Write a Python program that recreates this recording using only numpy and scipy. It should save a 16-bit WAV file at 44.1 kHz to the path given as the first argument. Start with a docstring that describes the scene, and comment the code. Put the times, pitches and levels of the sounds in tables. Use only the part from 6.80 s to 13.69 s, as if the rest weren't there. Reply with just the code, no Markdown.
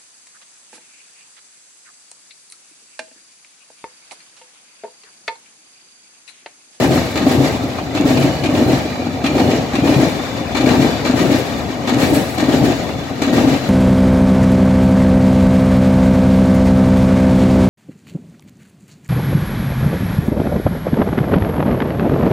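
"""Express coaches over a rail crossing

Coaches roll past a station platform, slowly losing speed. Every bogie meets the same joints and dips,
first with its leading and then with its trailing axle. The impacts excite damped modes: the track thuds
and the wheels clang. Flange friction scrapes and sizzles. Between the blows, surface roughness keeps up
a rumble, a rail hiss and the singing of the wheels, while the coach bodies drone."""
import sys
import numpy as np
from scipy import signal
from scipy.fft import rfft, irfft, next_fast_len
from scipy.io import wavfile
from scipy.ndimage import map_coordinates

SR = 44100
rng = np.random.default_rng(int(sys.argv[2]) if len(sys.argv) > 2 else 0)


def transcribe(u):
    """Save the signal u as a 16-bit wav file named by the first command-line argument.

    u: samples, shape (n,) or (channels, n), limited to [-1, 1]; the rate is SR.
    q: integer samples, one column per channel.
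    """
    v = np.clip(np.atleast_2d(u).T, -1, 1)
    q = np.round(v * 32767).astype(np.int16)
    wavfile.write(sys.argv[1], SR, q)


N = 303849
SPEED_M_PER_S, BRAKING_M_PER_S2, WHEELBASE_M = 18.7, 0.17, 2.56

# The passing bogies. Each row: arrival at the first joint in seconds, then relative levels in dB of the
# clang, the leading wheel's extra at that joint, its extra on landing just after, the scrape, the sizzle,
# the trailing wheel's extra rub, the roar, the thump at the nose and the tread hiss.
BOGIE_PASSES = [(-.141, -7.5, 0, 0, 3, 1.5, -0.5, 0, 0.5, -0.5),
                (.355, -7, -1.5, 0, 0.5, -1.5, 0, -0.5, 1, 0),
                (1.148, -9.5, -1.5, -2, 2.5, -2.5, -2, -1, 0, -1),
                (1.634, -10.5, -1.5, -6, -1.5, -7, 3, -0.5, 2, -2),
                (2.439, -9, 0.5, -3, -1, -12, 0.5, -0.5, -3, -2.5),
                (2.932, -11, -4, -8, 0.5, -3.5, 1, 0, 5, 2),
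                (3.747, -3, -4.5, -2.5, 1, -6.5, 1.5, 0.5, -2, 0),
                (4.248, -6.5, -1.5, 0.5, 1, -2, 1, -1, -0.5, 1.5),
                (5.073, -4.5, -3, -2, 2.5, 6.5, -1, 0, -5, -2),
                (5.578, -6.5, -5, 0.5, -.5, -5.5, 2, -0.5, 0, 0),
                (6.417, -6, -1, -3, 1, -3, 0, -1.5, 1, -1), (6.925, -3, 0, 0, 0, 0.5, 0, 0, -2, -1)]
# Modes of the crossing's steel. Each row: frequency in Hz, relative level in dB, t60 in seconds.
CROSSING_MODES = [(990, -16, 0.039), (1390, -7, 0.055), (1870, -6.5, 0.13), (2225, -10, 0.31),
                  (2336, 1.5, 0.12), (2680, -6, 0.36), (2920, -25, 0.078), (3417, -0.5, 0.06),
                  (4200, -2.5, 0.086), (3930, -12, 0.051), (4200, -10, 0.023), (4280, -5.5, 0.095),
                  (4960, -23, 0.11)]
# Modes of the loaded ballast. Each row: frequency in Hz, relative level in dB, t60 in seconds.
BALLAST_MODES = [(102, -14, 0.12), (134.1, -3.5, 0.27), (158, -4.5, 0.096)]
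# Hardest blows on the bogie frames, from rail dips and slack in the suspension.
# Each row: start in seconds, relative level in dB.
HARD_BLOWS = [(0.022, -7.0), (0.157, -6.0), (0.464, -4.0), (0.51, -8.0), (0.644, -7.0), (0.836, -16),
              (1.253, -6.0), (1.305, -5.0), (1.588, -19), (1.688, -10), (1.738, -8.0), (1.822, -6.0),
              (1.927, -6.0), (2.051, -12), (2.195, -16), (2.266, -15), (2.599, -5.0), (2.731, -8.0),
              (2.984, -9), (3.091, -5.0), (3.12, -8.0), (3.227, -6.0), (3.606, -16), (3.838, -7.0),
              (3.868, -6.0), (3.904, -6.0), (4.045, -7.0), (4.296, -8.0), (4.336, -8.0), (4.544, -6.0),
              (4.9, -16), (5.121, -8), (5.165, -8.0), (5.227, -8.0), (5.37, -8.0), (5.626, -8.0),
              (5.683, -6.0), (5.739, -7.0), (6.528, -7.0), (6.608, -8.0), (6.642, -8.0), (6.672, -6.0)]


def amp(db):
    """Decibels to amplitude ratio."""
    return 10 ** (np.asarray(db) / 20)


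def unit(x):
    """Normalisation to rms 1."""
    return x / np.sqrt(np.mean(x ** 2) + 1e-20)


def along(points, hz):
    """Interpolation of (Hz, value) points on a logarithmic frequency axis."""
    frequencies, values = np.transpose(points)
    return np.interp(np.log(hz + 1), np.log(frequencies), values)


def shape(points):
    """Magnitude response through (Hz, dB) points."""
    return lambda hz: amp(along(points, hz))


def wobble(rate):
    """Smooth random modulation with rate knots a second."""
    return map_coordinates(rng.standard_normal(1024), [np.arange(N) * rate / SR], mode="wrap")


def filtered(x, response):
    """Linear filtering: the spectrum is multiplied by a frequency response."""
    size = next_fast_len(N + SR // 4)
    return irfft(rfft(x, size) * response(np.fft.rfftfreq(size, 1 / SR)), size)[..., :N]


def add(track, s, sound):
    """Superposition of a sound on a track, starting at s seconds."""
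    start = int(round(s * SR))
    first, end = max(start, 0), min(start + len(sound), N)
    if end > first:
        track[first:end] += sound[first - start:end - start]


def shaken(force, response):
    """Random excitation: the force sets the level of a stereo noise, the response only its colour."""
    # Likeness of left and right. Each row: frequency in Hz, coherence from 0 to 1.
    coherence = [(30, 0.5), (120, 1), (300, 0.66), (600, 0.9), (1100, 0.32), (2200, 0.27), (4200, 0),
                 (8000, 0.34), (12000, 0.68)]

    def spread(hz):
        """Coherence divides the normalised response between mid and side."""
        gain = response(hz)
        angle = np.arccos(np.clip(along(coherence, hz), -1, 1)) / 2
        return gain / np.sqrt(np.mean(np.abs(gain) ** 2)) * np.array([np.cos(angle), np.sin(angle)])
    mid, side = filtered(force * rng.standard_normal((2, N)), spread)
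    return np.array([mid + side, mid - side])


def impact_envelope(times, levels_db, attack, t60):
    """Incoherent blows add in power, each decaying by 60 dB in t60 seconds."""
    t, power = np.arange(SR) / SR, np.zeros(N)
    pulse = ((1 - np.exp(-t / attack)) * amp(-60 * t / t60)) ** 2
    for s, db in zip(times, levels_db):
        add(power, s, amp(db) ** 2 * pulse)
    return np.sqrt(power)


def struck_modes(times, levels_db, modes, attack, scatter_db, detune):
    """Free vibration: each blow rings damped modes at slightly new strengths and pitches."""
    t, out = np.arange(SR // 8) / SR, np.zeros(N)
    hz, mode_db, t60 = np.transpose(modes)[:, :, None]
    decay = amp(mode_db - 60 * t / t60) * (1 - np.exp(-t / attack))
    scatter = rng.standard_normal((len(times), 2, len(modes), 1))
    for s, db, (size, pitch) in zip(times, levels_db, scatter):
        phase = np.float32(2 * np.pi * hz * (1 + detune * pitch) * t)
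        add(out, s, (amp(db + scatter_db * size) * decay * np.sin(phase)).sum(0))
    return out


def passing(levels_db, lag, distance_m):
    """Spherical spreading: summed strength of the bogies, each nearest lag s after the first joint."""
    offset_m = SPEED_M_PER_S * (np.arange(N) / SR - np.array(BOGIE_PASSES)[:, :1] - lag)
    power = amp(np.reshape(levels_db, (-1, 1))) ** 2 / (1 + (offset_m / distance_m) ** 2)
    return np.sqrt(power.sum(0))


def wheel_response(hz):
    """Modal superposition: a steel wheel's resonances add with alternating sign."""
    # Wheel modes. Each row: frequency in Hz, bandwidth in Hz, relative level in dB.
    modes = [(1197, 187, 6), (1634, 75, 4.5), (1845, 114, 5.5), (2347, 110, 3), (2530, 140, -3),
             (2943, 193, 1), (3524, 170, 2), (4023, 190, 2.5), (4530, 230, -2), (6700, 32, -1),
             (7000, 27, -27), (9200, 39, -16), (10800, 30, -24), (11900, 34, -18), (12745, 45, -20)]
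    return sum((-1) ** k * amp(db) * 1j * hz * width / (centre ** 2 - hz ** 2 + 1j * hz * width)
               for k, (centre, width, db) in enumerate(modes))


def clinks(force, low_hz, high_hz, tilt, t60, count):
    """Loose steel parts ring at their natural frequencies, more often and harder as the force grows."""
    t, out = np.arange(SR // 14) / SR, np.zeros((2, N))
    chance = rng.random((count, 4))
    quantiles = (np.arange(count) + chance[:, 0]) / count
    starts = np.searchsorted(np.cumsum(force) / force.sum(), quantiles).clip(0, N - 1)
    pitches = low_hz * (high_hz / low_hz) ** chance[:, 1]
    decay = amp(-60 * t / t60)
    for start, hz, stereo_gains in zip(starts, pitches, 2 * chance[:, 2:] - 1):
        ring = np.sqrt(force[start]) * (hz / low_hz) ** tilt * decay * np.sin(2 * np.pi * hz * t)
        for side, gain in zip(out, stereo_gains):
            add(side, start / SR, gain * ring)
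    return unit(out) * np.sqrt(np.mean(force ** 2))


def rolling():
    """Roughness excitation: treads make the track rumble, the rails hiss and the running gear jingle."""
    # Spectra of the track and of the rail steel. Each row: frequency in Hz, relative density in dB.
    track_spectrum = [(25, -17), (45, -13), (65, 0), (90, 1.5), (130, 3), (210, -1), (252, 4), (320, 0.5),
                      (420, -4), (750, -3), (1100, -26), (2000, -43), (5000, -73)]
    rail_spectrum = [(200, -54), (500, 10), (900, 6.5), (1400, -11), (2350, 4), (3100, -11.5), (4200, -3.5),
                     (5200, -3), (7700, -8), (8600, -24), (10500, -19), (12600, -16.5), (14500, -30),
                     (16000, -36)]
    # a steady part from the whole train, and a swell as each bogie comes nearest
    load = np.hypot(amp(-26), passing(-23.5, lag=0.32, distance_m=2.42))
    rumble = shaken(load * amp(1.3 * wobble(28)), shape(track_spectrum))
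    *_, tread_db = np.transpose(BOGIE_PASSES)
    roughness = amp(0.9 * wobble(30))
    near = roughness * passing(tread_db - 31, lag=0.35, distance_m=4.1)
    far = roughness * amp(-37)
    rail, far_cutoff_hz = shape(rail_spectrum), 5000
    near_hiss = amp(-2.5) * shaken(near, rail)
    far_hiss = amp(-6.5) * shaken(far, lambda hz: rail(hz) / np.hypot(1, hz / far_cutoff_hz))
    both = np.hypot(near, far)
    jingle = amp(-3.5) * clinks(both, low_hz=807, high_hz=4676, tilt=-0.45, t60=0.052, count=4500)
    return rumble + near_hiss + far_hiss + jingle + amp(-5) * shaken(both, wheel_response)


def body_drone():
    """Narrow-band resonance: the coach bodies hum, fairly even in strength but wandering in pitch."""
    # Resonance of the bodies. Each row: frequency in Hz, relative density in dB.
    spectrum = [(150, -25), (225, -10.5), (250, -2.5), (277, 1), (300, -5.5), (345, -26), (500, -51)]
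    noise = filtered(rng.standard_normal(N), shape(spectrum))
    analytic = signal.hilbert(noise, next_fast_len(N))[:N]
    return amp(-30.5) * unit(analytic.real / np.sqrt(np.abs(analytic) + 1e-9))  # the root evens out swells


def axles(contacts, trailing_db):
    """Each (delay s, dB) contact recurs one wheelbase later: times and levels, a row per bogie."""
    delay, db = np.transpose(contacts)
    arrival = np.array(BOGIE_PASSES)[:, :1]
    lag = WHEELBASE_M / (SPEED_M_PER_S - BRAKING_M_PER_S2 * arrival)
    times = np.hstack([arrival + delay, arrival + lag + delay])
    return times, np.tile(np.r_[db, db + trailing_db], (len(arrival), 1))


def joint_strikes(trailing_db):
    """Impact at a discontinuity: times and levels of every wheel striking every joint."""
    # Rail joints. Each row: time relative to the bogie's arrival in seconds, relative level in dB.
    joints = [(-.182, -8), (0, 8), (.018, 6), (.06, 2), (.111, 1), (.142, -9.5), (.162, -6), (.274, -2)]
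    times, db = axles(joints, trailing_db)
    _, clang_db, entry_db, landing_db, *_ = np.transpose(BOGIE_PASSES)
    db = db + clang_db[:, None]
    db[:, 1] += entry_db
    db[:, 2] += landing_db
    return times.ravel(), db.ravel()


def wheel_clangs(times, db):
    """Hard contact excites high modes: a gritty crash, a clank of the crossing and a ringing wheel."""
    # Steel striking steel. Each row: frequency in Hz, relative density in dB.
    crash_spectrum = [(400, 9.5), (800, 16.5), (1300, -1.5), (1900, -12), (2450, 3.5), (3100, -17),
                      (4200, -5.5), (5200, -2.5), (7500, -3), (8600, -15.5), (10500, -17), (12600, -14),
                      (14500, -25), (16000, -31)]
    force = impact_envelope(times, db, attack=0.001, t60=0.24)
    crash = amp(-22.5) * shaken(force * amp(2.7 * wobble(260)), shape(crash_spectrum))
    ring = amp(-22) * shaken(impact_envelope(times, db, attack=0.0015, t60=0.26), wheel_response)
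    clank = [struck_modes(times, db, CROSSING_MODES, attack=0.0021, scatter_db=4, detune=0.0213)
             for side in range(2)]
    return crash + ring + amp(-29) * np.array(clank)


def dip_blows(trailing_db, jitter_s, count):
    """Periodic forcing: times and levels of the axles pounding evenly spaced dips in the rail."""
    first_dip_s, spacing_m = 0.002, 0.96
    deepest_m, half_width_m = 2.4, 1.97
    place_m = spacing_m * np.arange(count)
    dip_db = -0.5 - 3 * ((place_m - deepest_m) / half_width_m) ** 2
    dips = np.c_[first_dip_s + place_m / SPEED_M_PER_S, dip_db]
    times, db = map(np.ravel, axles(dips, trailing_db))
    # a hard blow within 18 ms takes the place of the ordinary one
    ordinary = np.abs(times[:, None] - np.transpose(HARD_BLOWS)[0]).min(1) > 0.018
    return (times + jitter_s * rng.standard_normal(times.size))[ordinary], db[ordinary]


def track_thuds(times, db):
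    """Impacts excite the low, damped modes of ballast and sleepers, and the running gear rattles."""
    # Rail and sleepers on their bed. Each row: frequency in Hz, relative level in dB, t60 in seconds.
    sleeper_modes = [(244, -4, 0.17), (276.1, 0.5, 0.2), (306, -5.5, 0.28), (363.6, -6.5, 0.21),
                     (502, -16, 0.21), (622, -9.5, 0.15), (775, -21, 0.34)]
    # Rattle of the running gear. Each row: frequency in Hz, relative density in dB.
    rattle_spectrum = [(40, -35), (90, -9), (140, -3), (200, 1.5), (280, 8.5), (420, -15), (680, -16.5),
                       (1000, -43), (1500, -38), (4000, -69)]
    ballast = struck_modes(times, db, BALLAST_MODES, attack=0.017, scatter_db=4.5, detune=0.061)
    sleepers = struck_modes(times, db, sleeper_modes, attack=0.0042, scatter_db=1.5, detune=0.02)
    rattle = shaken(impact_envelope(times, db, attack=0.0011, t60=0.2), shape(rattle_spectrum))
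    return amp(-19.5) * ballast + amp(-7.5) * sleepers + amp(-15) * rattle


def contact_stroke(rise, length, fade):
    """Sustained contact: a linear rise, a hold until length, an exponential fade, all in seconds."""
    t = np.arange(SR) / SR
    return np.clip(t / rise, 0, 1) * np.exp(-np.maximum(t - length, 0) / fade)


def track_roar():
    """Forced vibration: the loaded crossing shudders on its sleepers, most while it bears both axles."""
    shudder = [(40, -43), (85, -2.5), (135, -5), (185, -2), (250, -14.5), (300, -3.5), (420, -5),
               (640, -7.5), (900, -13), (2500, -58)]
    growl = [(100, -17), (200, 1), (360, 9.5), (480, 0), (630, 0), (850, -10.5), (1500, -31)]
    load, both_axles = np.zeros((2, N))
    for arrival, *_, roar_db, _, _ in BOGIE_PASSES:
        add(load, arrival + 0.056, amp(roar_db) * contact_stroke(rise=0.071, length=0.299, fade=0.019))
        add(both_axles, arrival + 0.088, amp(roar_db) * contact_stroke(rise=0.017, length=0.18, fade=0.02))
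    return amp(-19.5) * shaken(load, shape(shudder)) + amp(-24) * shaken(both_axles, shape(growl))


def nose_thumps(trailing_db):
    """Each axle drops into the gap at the crossing's nose; the impact excites the ballast modes."""
    # The drop. Each row: delay after the first joint in seconds, relative level in dB.
    nose = [(.09, -5)]
    times, db = axles(nose, trailing_db)
    *_, thump_db, _ = np.transpose(BOGIE_PASSES)
    db = (db + thump_db[:, None]).ravel()
    thumps = struck_modes(times.ravel(), db, BALLAST_MODES, attack=0.0028, scatter_db=1.5, detune=0.039)
    return amp(-10.5) * thumps


def flange_force(levels_db, delay_s, stroke):
    """The friction of each bogie's leading and then trailing wheel adds in power."""
    power = np.zeros(N)
    times, _ = axles([(delay_s, 0)], trailing_db=0)
    trailing_rub_db = np.transpose(BOGIE_PASSES)[6]
    for (leading, trailing), db, extra_db in zip(times, levels_db, trailing_rub_db):
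        add(power, leading, (amp(db) * stroke) ** 2)
        add(power, trailing, (amp(db + extra_db) * stroke) ** 2)
    return np.sqrt(power)


def wheel_scrape():
    """Sliding friction: flanges hiss and chatter through the crossing; some add a fitful sizzle."""
    # Spectra of rubbing and of skidding. Each row: frequency in Hz, relative density in dB.
    rub_spectrum = [(500, 6.5), (1500, -3), (4500, 5), (7600, 5), (8700, -18), (10800, -12), (13000, -11),
                    (14500, -38), (16000, -16)]
    skid_spectrum = [(3000, -49), (6500, -21), (8000, 14.5), (8700, -2), (10800, -2), (13000, 4),
                     (14300, -9), (16000, 12)]
    fizz_spectrum = [(8500, -28), (9600, 1.5), (12800, -1), (14200, -10), (16000, -13)]
    scrape_db, sizzle_db = np.transpose(BOGIE_PASSES)[4:6]
    rub = flange_force(scrape_db, delay_s=0.1, stroke=contact_stroke(rise=0.028, length=0.084, fade=0.07))
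    rub *= amp(1.5 * wobble(45))
    scrape = amp(-35.5) * shaken(rub, shape(rub_spectrum)) + amp(-33.5) * shaken(rub, wheel_response)
    chatter = amp(-31) * clinks(rub, low_hz=1520, high_hz=5985, tilt=-0.59, t60=0.11, count=3500)
    skid_stroke = contact_stroke(rise=0.037, length=0.088, fade=0.17)
    skid = flange_force(sizzle_db, delay_s=0.092, stroke=skid_stroke) * amp(3.2 * wobble(79))
    sizzle = amp(-42.5) * shaken(skid, shape(skid_spectrum))
    ring = amp(-44) * shaken(skid, lambda hz: wheel_response(hz) * shape(skid_spectrum)(hz))
    fizz = amp(-46) * shaken(np.hypot(skid, amp(-3.5) * rub), shape(fizz_spectrum))
    return scrape + chatter + sizzle + ring + fizz


def gear_knocks():
    """Impulse response to a hard blow: a heavy knock of the frame, a ballast thump and a dry crack."""
    # Modes of a bogie frame. Each row: frequency in Hz, relative level in dB, t60 in seconds.
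    frame_modes = [(144.5, -13.5, 0.094), (261, -1.5, 0.13), (294, 0.5, 0.077), (390, -8, 0.038),
                   (617, -7, 0.05), (773, -23, 0.16)]
    crack_spectrum = [(150, -26), (300, 3.5), (650, 2), (1200, -9.5), (2500, -17), (6000, -22.5),
                      (12000, -44)]
    times, db = np.transpose(HARD_BLOWS)
    frame = struck_modes(times, db, frame_modes, attack=0.004, scatter_db=0.5, detune=0.025)
    thump = struck_modes(times, db, BALLAST_MODES, attack=0.017, scatter_db=5, detune=0.067)
    crack = shaken(impact_envelope(times, db, attack=0.00096, t60=0.11), shape(crack_spectrum))
    return amp(3.5) * frame + amp(-12.5) * (thump + crack)


def steel_clanks():
    """Impact noise of wheels, brake rigging and steps: a hollow clank, a clink and a ringing crossing."""
    # Jolts under the coaches. Each row: start in seconds, relative clank and clink levels in dB.
    jolts = [(.04, -15, -29.5), (0.174, -15, -40), (.376, -27, -22), (.762, -22, -40), (0.984, -20, -24),
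             (1.171, -21, -18), (1.259, -34, -31), (1.287, -27, -28), (1.372, -20, -15.5),
             (1.424, -26, -19), (1.637, -36, -23), (1.658, -35, -15.5), (1.708, -28, -32),
             (1.749, -34, -19.5), (1.96, -25, -31), (2.053, -29, -36), (2.100, -29, -33), (2.155, -22, -33),
             (2.269, -47, -30), (2.441, -33, -19), (2.463, -28, -12.5), (2.58, -15.5, -24),
             (2.596, -14.5, -20), (2.673, -24, -28), (2.697, -25, -30), (2.712, -34, -18),
             (2.862, -26, -38), (2.934, -21, -30), (2.953, -24, -14), (3.074, -19, -20), (3.14, -19, -18),
             (3.211, -19, -26), (3.393, -20, -31), (3.751, -25, -24), (3.77, -22, -19), (3.888, -23, -22),
             (3.912, -24, -27), (3.937, -14.5, -32), (4.06, -19, -33), (4.389, -19, -28), (4.538, -26, -24),
             (5.077, -31, -22), (5.211, -31, -24), (5.921, -20, -22), (6.090, -21, -28), (6.432, -28, -19),
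             (6.579, -14.5, -26), (6.738, -30, -23)]
    times, clank_db, clink_db = np.transpose(jolts)
    hollow = [(300, -19), (700, 15), (1250, 7.5), (1500, -3), (1850, 3), (2400, -10), (5000, -34)]
    bright = [(1200, -33), (2400, 9), (3200, 1), (4100, -1), (7000, -10), (9000, -14), (15000, -30)]
    clank = shaken(impact_envelope(times, clank_db, attack=0.0014, t60=0.1), shape(hollow))
    ring = [struck_modes(times, clink_db, CROSSING_MODES, attack=0.0008, scatter_db=3, detune=0.04)
            for side in range(2)]
    clink = shaken(impact_envelope(times, clink_db, attack=0.00087, t60=0.088), shape(bright))
    return amp(-0.5) * clank + amp(-11) * np.array(ring) + amp(-6.5) * clink


def wheel_song(glide_per_s):
    """Wheel resonances fed by the rough rail swell and fade, their pitch sinking by the Doppler effect."""
    # Singing wheels. Each row: time of the peak in seconds, length of the swell (and of the fade) in
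    # seconds, pitch in Hz, bandwidth in Hz, relative level in dB.
    songs = [(.66, .4, 3650, 90, -43), (1.19, .12, 3460, 50, -39), (1.2, .12, 2280, 50, -39),
             (1.55, .16, 4480, 130, -40), (1.6, .6, 2950, 150, -39), (1.9, .16, 4120, 200, -38),
             (2.13, .25, 4000, 60, -42), (2.1, .65, 2380, 170, -39), (2.15, .3, 4590, 190, -45),
             (2.55, .2, 2395, 70, -35), (2.68, .3, 2910, 130, -37), (2.6, .28, 4260, 160, -39),
             (3.1, .35, 2410, 110, -35), (3.15, .25, 4080, 200, -38), (3.45, .35, 3545, 150, -40),
             (3.8, .15, 3555, 70, -37), (3.9, .45, 2400, 130, -38), (4.06, .22, 3570, 90, -37),
             (4.12, .18, 3020, 60, -41), (4.22, .2, 4600, 100, -41), (4.72, .15, 3680, 40, -43),
             (4.84, .25, 3420, 90, -45), (4.8, .4, 1840, 90, -42), (5.65, .2, 1855, 50, -37),
             (5.63, .15, 4090, 60, -40), (5.78, .14, 4520, 110, -40), (5.9, .28, 6865, 80, -45),
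             (6.06, .16, 4440, 45, -44), (6.13, .25, 3490, 90, -41), (6.58, .22, 1885, 70, -38),
             (6.88, .25, 4060, 110, -41), (6.88, .15, 3470, 40, -40)]
    out = np.zeros((2, N))
    roughness = rng.standard_normal((len(songs), 2, 2, 256))
    for (peak_s, swell_s, hz, width_hz, db), stereo_noise in zip(songs, roughness):
        t = np.arange(-swell_s, swell_s, 1 / SR)
        envelope = amp(db) * np.cos(np.pi / 2 * t / swell_s) ** 2
        tone = envelope * np.exp(2j * np.pi * hz * (t - glide_per_s * t ** 2 / 2))
        for side, (real, imag) in zip(out, stereo_noise):
            modulation = np.interp((t + swell_s) * width_hz, np.arange(len(real)), real + 1j * imag)
            add(side, peak_s - swell_s, (tone * modulation).real)
    return out


def scene():
    """All sources superpose at the platform; a level difference places the train a little to the left."""
    # Stereo balance by pitch. 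Each row: frequency in Hz, left minus right level in dB.
    balance = [(40, 3.5), (130, 5), (260, 2.5), (550, 3.5), (1100, 3.5), (2200, 2.5), (4200, 0.5),
               (12000, -0.5)]
    # Drift of that balance. Each row: time in seconds, further left minus right level in dB.
    drift = [(0, -0.6), (2.6, -1.6), (3.6, 1.3), (5.2, 0.5), (6.9, 0.5)]
    train = rolling() + body_drone()
    train += wheel_clangs(*joint_strikes(trailing_db=-5.5))
    train += track_thuds(*dip_blows(trailing_db=-0.5, jitter_s=0.00199, count=4))
    train += track_roar() + nose_thumps(trailing_db=7.5) + wheel_scrape()
    train += gear_knocks() + steel_clanks() + amp(2) * wheel_song(glide_per_s=0.0342)
    sides = np.array([[0.5], [-0.5]])
    drift_db = np.interp(np.arange(N) / SR, *np.transpose(drift))
    return filtered(train, lambda hz: amp(sides * along(balance, hz))) * amp(sides * drift_db)


def record(dry):
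    """Band limiting and saturation: the phone sheds deep bass and top treble and rounds off peaks."""
    low_cut_hz, top_hz, ceiling = 48, 15800, 0.98
    high_passed = filtered(dry, lambda hz: hz ** 2 / np.hypot(hz ** 2, low_cut_hz ** 2))
    rounded = high_passed / (1 + np.abs(high_passed / ceiling) ** 6) ** (1 / 6)
    return filtered(rounded, lambda hz: hz < top_hz)


dry = scene()
out = record(dry)
transcribe(out)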